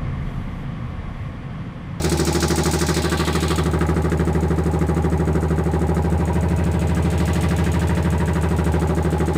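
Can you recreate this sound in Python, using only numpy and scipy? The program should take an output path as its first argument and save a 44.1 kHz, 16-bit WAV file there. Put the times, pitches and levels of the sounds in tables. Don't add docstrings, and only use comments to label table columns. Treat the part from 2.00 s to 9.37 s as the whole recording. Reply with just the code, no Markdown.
import sys
import numpy as np
from scipy import signal
from scipy.fft import rfft, irfft
from scipy.io import wavfile

SR = 44100
rng = np.random.default_rng(int(sys.argv[2]) if len(sys.argv) > 2 else 0)


def persist_wave(psi):
    counts = np.round(np.clip(psi, -1, 1) * 32767).astype(np.int16)
    wavfile.write(sys.argv[1], SR, np.atleast_2d(counts).T)


def decibels_to_gain(level_db):
    exponent = np.asarray(level_db, float) / 20
    return 10 ** exponent


N = 325045
RUN_IN = 30000
TURNS_PER_S = 12.987

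# t/s, place (0 by the heads, 1 below the shelf, 2 behind the door)
MIC_PATH = [
    (0, .3),
    (.4, 0),
    (.8, .4),
    (1.9, 1),
    (3.75, 1.05),
    (4.4, 1.88),
    (4.8, 1.97),
    (6.1, 2),
    (6.9, 1.1),
    (7.4, .7),
]
# t/s, openness level/dB, pitch of the leak as heard f/Hz
SIGHT_LINE = [(0, -0.3, 5430), (.9, 1.5, 5700), (1.1, -0.2, 3840), (1.55, -0.2, 3700), (1.7, -13, 3700),
              (2.2, -15.5, 3870), (3.3, -18, 4000), (4.5, -15.5, 3450), (5.05, -10.5, 3000),
              (5.3, -5.5, 2940), (5.7, -8, 2900), (6.2, -13, 2950), (6.8, -12, 3040), (6.95, -14, 3180),
              (7.1, -13, 3230), (7.4, -12, 3440)]
# t after turn start/ms, tick level/dB, clatter level/dB,
# t60/s, tick colour f/Hz
VALVE_LANDINGS = [
    (17.75, 1, 2, 0.026, 6300),
    (21.0, -7.5, -8, 0.04, 6500),
    (30.2, -4.5, -9, 0.039, 9250),
    (39.7, -15, 2, 0.071, 7000),
    (43.5, 0, -1, 0.028, 6900),
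    (50.7, -13.5, -14.5, 0.1, 7500),
    (74.2, -19.5, -12.5, 0.036, 7800),
]


def rms_one(x):
    return x / np.sqrt(np.mean(x ** 2) + 1e-20)


def in_time(rows):
    s, *columns = np.transpose(rows)
    return [np.interp(np.arange(N) / SR, s, c) for c in columns]


def mic_place():
    return in_time(MIC_PATH)[0]


def by_place():
    # place, thump level/dB, can level/dB, pipe level/dB, door shadow (0-1), door panel level/dB
    spots = [
        (0, 0.9, .8, -30, 0.07, -46),
        (.6, -0.5, 0.6, -34.5, 0.43, -46.5),
        (1, 0.5, 1, -32, 0.06, -46),
        (1.3, 1, 1.2, -32, 0.17, -38.5),
        (2, 0.64, 2.1, -36.5, 0.79, -40.5),
    ]
    place, *columns = np.transpose(spots)
    return [np.interp(mic_place(), place, c) for c in columns]


def each_turn(ms, level_db, scatter_db, jitter_ms):
    start = np.arange(-8, 97)[:, None] / TURNS_PER_S
    sway_ms, period_s, earliest_s, mean_lag_ms = .65, 8.0, 2.6, .46
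    lag = mean_lag_ms - sway_ms * np.cos(2 * np.pi * (start - earliest_s) / period_s)
    time_luck, level_luck = rng.standard_normal((2, len(start), len(ms)))
    at_s = start + (ms + lag + jitter_ms * time_luck) / 1000
    at = np.round(at_s * SR).astype(int) + RUN_IN
    clicks = np.full(N + 3 * RUN_IN, 1e-18)
    np.add.at(clicks, at, decibels_to_gain(level_db + scatter_db * level_luck))
    return clicks[:N + RUN_IN]


def ring(clicks, hz, t60):
    r, w = decibels_to_gain(-60 / (t60 * SR)), 2 * np.pi * hz / SR
    return signal.lfilter([0, np.sin(w)], [1, -2 * r * np.cos(w), r * r], clicks)


def resonances(x, peaks):
    out = 0
    for k, (hz, width, level_db) in enumerate(peaks):
        r = np.exp(-np.pi * width / SR)
        top = (1 - r * r) / 2 * decibels_to_gain(level_db) * (-1) ** k
        out = out + signal.lfilter([top, 0, -top], [1, -2 * r * np.cos(2 * np.pi * hz / SR), r * r], x)
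    return out


def narrow_noise(hz, width_hz):
    peak = [(hz, width_hz, 0)]
    return rms_one(resonances(resonances(rng.standard_normal(N), peak), peak))


def hall(x, t60):
    t = np.arange(int(.4 * SR)) / SR
    tail = rng.standard_normal(len(t)) * decibels_to_gain(-60 * t / t60) * (t > .003)
    return signal.fftconvolve(x, tail / np.sqrt(np.sum(tail ** 2)))[:N]


def gulped(modes, ms, gulp_db, scatter_db):
    gulps = -each_turn(ms, gulp_db, scatter_db, .02)
    out = sum(ring(gulps, hz, t60) * np.array(push)[:, None] / 100 for hz, *push, t60 in modes)
    out = signal.sosfilt(signal.butter(4, 62, "high", fs=SR, output="sos"), out)[:, RUN_IN:]
    place = mic_place()
    return sum(np.clip(1 - abs(place - k), 0, 1) * heard for k, heard in enumerate(out))


def intake():
    # t after turn start/ms, thump level/dB, can level/dB
    gulp_table = [
        (4.37, -5.5, -25.0),
        (13.23, -13.6, -17.6),
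        (32.56, 4.0, -8.4),
        (36.92, -3.1, 3.7),
        (43.61, 1.6, 4.0),
        (55.03, 2.5, -7.3),
        (60.17, -2.6, 0.6),
        (71.29, -25.0, -3.0),
    ]
    # f/Hz, push/% by the heads, below the shelf, behind the door, t60/s
    frame_modes = [(80.9, 4.0, 4.2, -0.8, 0.61), (84.1, -0.5, 1.8, 10.6, 0.521),
                   (121.4, 6.7, 10.4, 15.3, 0.167), (146.3, 10.2, 9.7, 0.7, 0.61),
                   (151.5, -22.6, -27.9, -6.2, 0.141), (160.7, 4.5, 6.0, -10.1, 0.078),
                   (202.7, 0.4, 0.7, 2.3, 0.61)]
    # f/Hz, three pushes/%, t60/s
    can_modes = [(235.1, 3.7, 3.4, 1.2, 0.61), (299.6, 3.0, 3.5, -2.5, 0.071),
                 (327.5, 0.3, 3.2, 6.4, 0.069), (335.1, 4.1, 0.8, -0.9, 0.61),
                 (389.6, -7.3, -7.7, -3.4, 0.157), (429.5, 2.7, 3.2, 2.7, 0.055),
                 (437.2, -0.0, -0.2, -0.9, 0.44), (496.3, -1.0, -1.7, -0.6, 0.206),
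                 (558.3, -0.0, 0.2, 0.1, 0.61), (587.0, 1.0, 0.9, 0.8, 0.28)]
    thump_db, can_db, *_ = by_place()
    ms, thump, can = np.transpose(gulp_table)
    low = decibels_to_gain(thump_db) * gulped(frame_modes, ms, thump, scatter_db=.4)
    mid = decibels_to_gain(can_db) * gulped(can_modes, ms, can, scatter_db=.6)
    return low + mid


def struck(modes, ms, knock_db, behind):
    out, sway_at = 0, np.linspace(0, N, num=16)
    for hz, front_db, back_db, t60 in modes:
        favour_db = 4.5 * rng.standard_normal(len(ms))
        late_ms = 2.5 * rng.random(len(ms))
        tone = ring(each_turn(ms + late_ms, knock_db + favour_db, 1.8, .055), hz, t60)[RUN_IN:]
        sway_db = np.interp(np.arange(N), sway_at, 2.5 * rng.standard_normal(len(sway_at)))
        out = out + rms_one(tone) * decibels_to_gain(front_db + behind * (back_db - front_db) + sway_db)
    cushion = signal.butter(2, 2300, "low", fs=SR, output="sos")
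    return rms_one(signal.sosfilt(cushion, out))


def knocks():
    # t after turn start/ms, pipe level/dB, fin level/dB
    knock_table = [
        (4.12, 1.5, -10.5),
        (13.98, -0.5, -44),
        (28.7, -4, -49),
        (38.5, -0.5, 0.5),
        (45.3, -1, -6.5),
        (52.82, -4, -2),
        (59.68, 1.5, -12),
        (65.31, 8.5, -11.5),
    ]
    # f/Hz, level in front/dB, level behind the door/dB, t60/s
    pipe_modes = [(260, -6, -2, 0.3), (456, -10, -12, 0.2), (491, -18.5, -16, 0.13), (544, -14, 1.5, 0.044),
                  (596, -5.5, 3, 0.079), (630, -10, 4, .08), (803, -2.5, 1, 0.12), (849, -1.5, -3, 0.1)]
    # f/Hz, level in front/dB, level behind the door/dB, t60/s
    fin_modes = [(875, -8, -1, 0.056), (966, -9, -23, 0.03), (1136, -7.5, -6.5, 0.064),
                 (1279, -4, -28, 0.033), (1399, -5.5, -4.5, 0.019), (1515, -7, -9, 0.062),
                 (1734, -14.5, 2, 0.02), (1906, -7.5, -7, 0.047), (2026, -15.5, -3.5, 0.071)]
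    # t/s, distance/m
    barrel_distance = [
        (0, 0.87),
        (.7, 0.84),
        (1.2, 0.52),
        (1.8, 0.77),
        (2.3, 1.23),
        (3.8, 1.9),
        (5.3, 1.17),
        (6.6, 0.98),
        (7, 1.43),
        (7.4, .9),
    ]
    _, _, pipe_db, shadow, _ = by_place()
    behind = np.clip(shadow, 0, 1)
    rattle_db = -34 - 20 * np.log10(in_time(barrel_distance)[0])
    ms, pipe, fin = np.transpose(knock_table)
    puffs = signal.lfilter([1], [1, -decibels_to_gain(-.035)], each_turn(ms, fin, 2.8, 0.48))[RUN_IN:]
    rush = resonances(puffs * rng.standard_normal(N), [(hz, 12.0 / t60, db) for hz, db, _, t60 in fin_modes])
    rattle = struck(fin_modes, ms, fin, behind) + decibels_to_gain(-3) * rms_one(rush)
    echo = hall(rattle, t60=.09)
    rattle = (1 - 0.32 * behind) * rattle + (0.37 + 0.6 * behind) * echo
    return decibels_to_gain(pipe_db) * struck(pipe_modes, ms, pipe, behind) + decibels_to_gain(rattle_db) * rms_one(rattle)


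def burst(ms, level_db, t60, snap):
    clicks = each_turn(np.array([ms]), level_db, 1.5, .3)
    gate = signal.lfilter([1], [1, -decibels_to_gain(-60 / (t60 * SR))], clicks)
    gate = signal.lfilter([.025], [1, -.975], gate)
    return (gate * rng.standard_normal(len(gate)) + snap * clicks)[RUN_IN:]


def valve_ticks():
    # f/Hz, width/Hz, level/dB
    plate_peaks = [(6740, 920, -3.5), (6640, 113, 2.5), (7930, 630, -2.5), (8600, 200, 3), (8790, 800, -4),
                   (11700, 1900, -9), (14900, 3100, -8.5)]
    door_shadow_db = [.5, 1.5, 3.5, -5, -5, -4, 0]
    open_db, leak_hz = in_time(SIGHT_LINE)
    facing_db = 6.5 * np.maximum(np.log2(leak_hz / 4000), 0)
    tick_db = -37.5 + 0.66 * open_db + facing_db
    behind = np.maximum.accumulate(np.clip(mic_place() - 1, 0, 1))
    ticks = 0
    for (ms, tick, _, t60, colour_hz), shadow_db in zip(VALVE_LANDINGS, door_shadow_db):
        coloured = [(hz, width, db - np.minimum(24.0 * np.log2(hz / colour_hz) ** 2, 6.0))
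                    for hz, width, db in plate_peaks]
        ticks = ticks + resonances(burst(ms, tick, t60, snap=.8), coloured) * decibels_to_gain(shadow_db * behind)
    return decibels_to_gain(tick_db) * rms_one(ticks)


def valve_clatter():
    # f/Hz, width/Hz, level/dB
    casing_peaks = [(2340, 560, 6.5), (3700, 350, 13), (3910, 1380, 8.5), (5600, 240, -8)]
    clatter_db = -37 + in_time(SIGHT_LINE)[0]
    clatters = sum(burst(ms, clatter, 3.65 * t60, snap=3.2) for ms, _, clatter, t60, _ in VALVE_LANDINGS)
    return decibels_to_gain(clatter_db) * rms_one(resonances(clatters, casing_peaks))


def leak_hiss():
    open_db, leak_hz = in_time(SIGHT_LINE)
    hidden_db = np.minimum(open_db + 12, 0)
    hiss_db = -32.5 + open_db + 1.5 * hidden_db
    hiss = 0
    for hz in np.geomspace(2000, 8000, num=9):
        slope = np.where(hz > leak_hz, 70.0, 18.0)
        hiss = hiss + narrow_noise(hz, .25 * hz) * decibels_to_gain(-slope * np.log2(hz / leak_hz) ** 2)
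    puffs = each_turn(np.array([17.5, 42.0]), np.array([-5.5, -.5]), 3.3, 0.87)
    pant = rms_one(0.47 + signal.lfilter([1], [1, -decibels_to_gain(-.012)], puffs)[RUN_IN:])
    return decibels_to_gain(hiss_db - 7) * hiss * pant


def whir():
    # f/Hz, level per Hz/dB
    whir_colour = [(12, -50), (28, -36), (60, -6.5), (200, -2.5), (800, -14.5), (2200, -25), (5000, -47.5),
                   (16000, -48.5)]
    colour_hz, colour_db = np.transpose(whir_colour)
    hz = np.maximum(np.fft.rfftfreq(N, 1 / SR), 1)
    colour = decibels_to_gain(np.interp(np.log(hz), np.log(colour_hz), colour_db))
    return decibels_to_gain(-31) * rms_one(irfft(rfft(rng.standard_normal(N)) * colour, N))


def door_panel():
    knock = each_turn(np.array([64.0]), 0, 2.0, .03)
    return decibels_to_gain(by_place()[-1]) * rms_one(ring(knock, hz=961, t60=.14)[RUN_IN:])


def draught():
    behind = np.clip(mic_place() - 1, 0, 1)
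    return decibels_to_gain(-50) * behind * narrow_noise(hz=2510, width_hz=510)


def belt_squeak():
    start_s, length_s, edge_s = 4.55, .17, .03
    t = np.arange(N) / SR - start_s
    shape = np.clip(np.minimum(t, length_s - t) / edge_s, 0, 1)
    return decibels_to_gain(-50) * shape * narrow_noise(hz=2550, width_hz=70)


def scene():
    heads = valve_ticks() + valve_clatter() + leak_hiss()
    echo = decibels_to_gain(-11.5) * hall(heads, t60=.25)
    mix = intake() + knocks() + heads + echo + whir() + door_panel() + draught() + belt_squeak()
    return mix[None]


def low_pass(x):
    return signal.sosfilt(signal.butter(12, 16780, fs=SR, output="sos"), x)


def record(dry):
    x = signal.sosfilt(signal.butter(1, 12, "high", fs=SR, output="sos"), dry)
    x = signal.sosfilt(signal.cheby2(14, 40, 15850, fs=SR, output="sos"), x)
    return low_pass(x)


dry = scene()
out = record(dry)
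persist_wave(out)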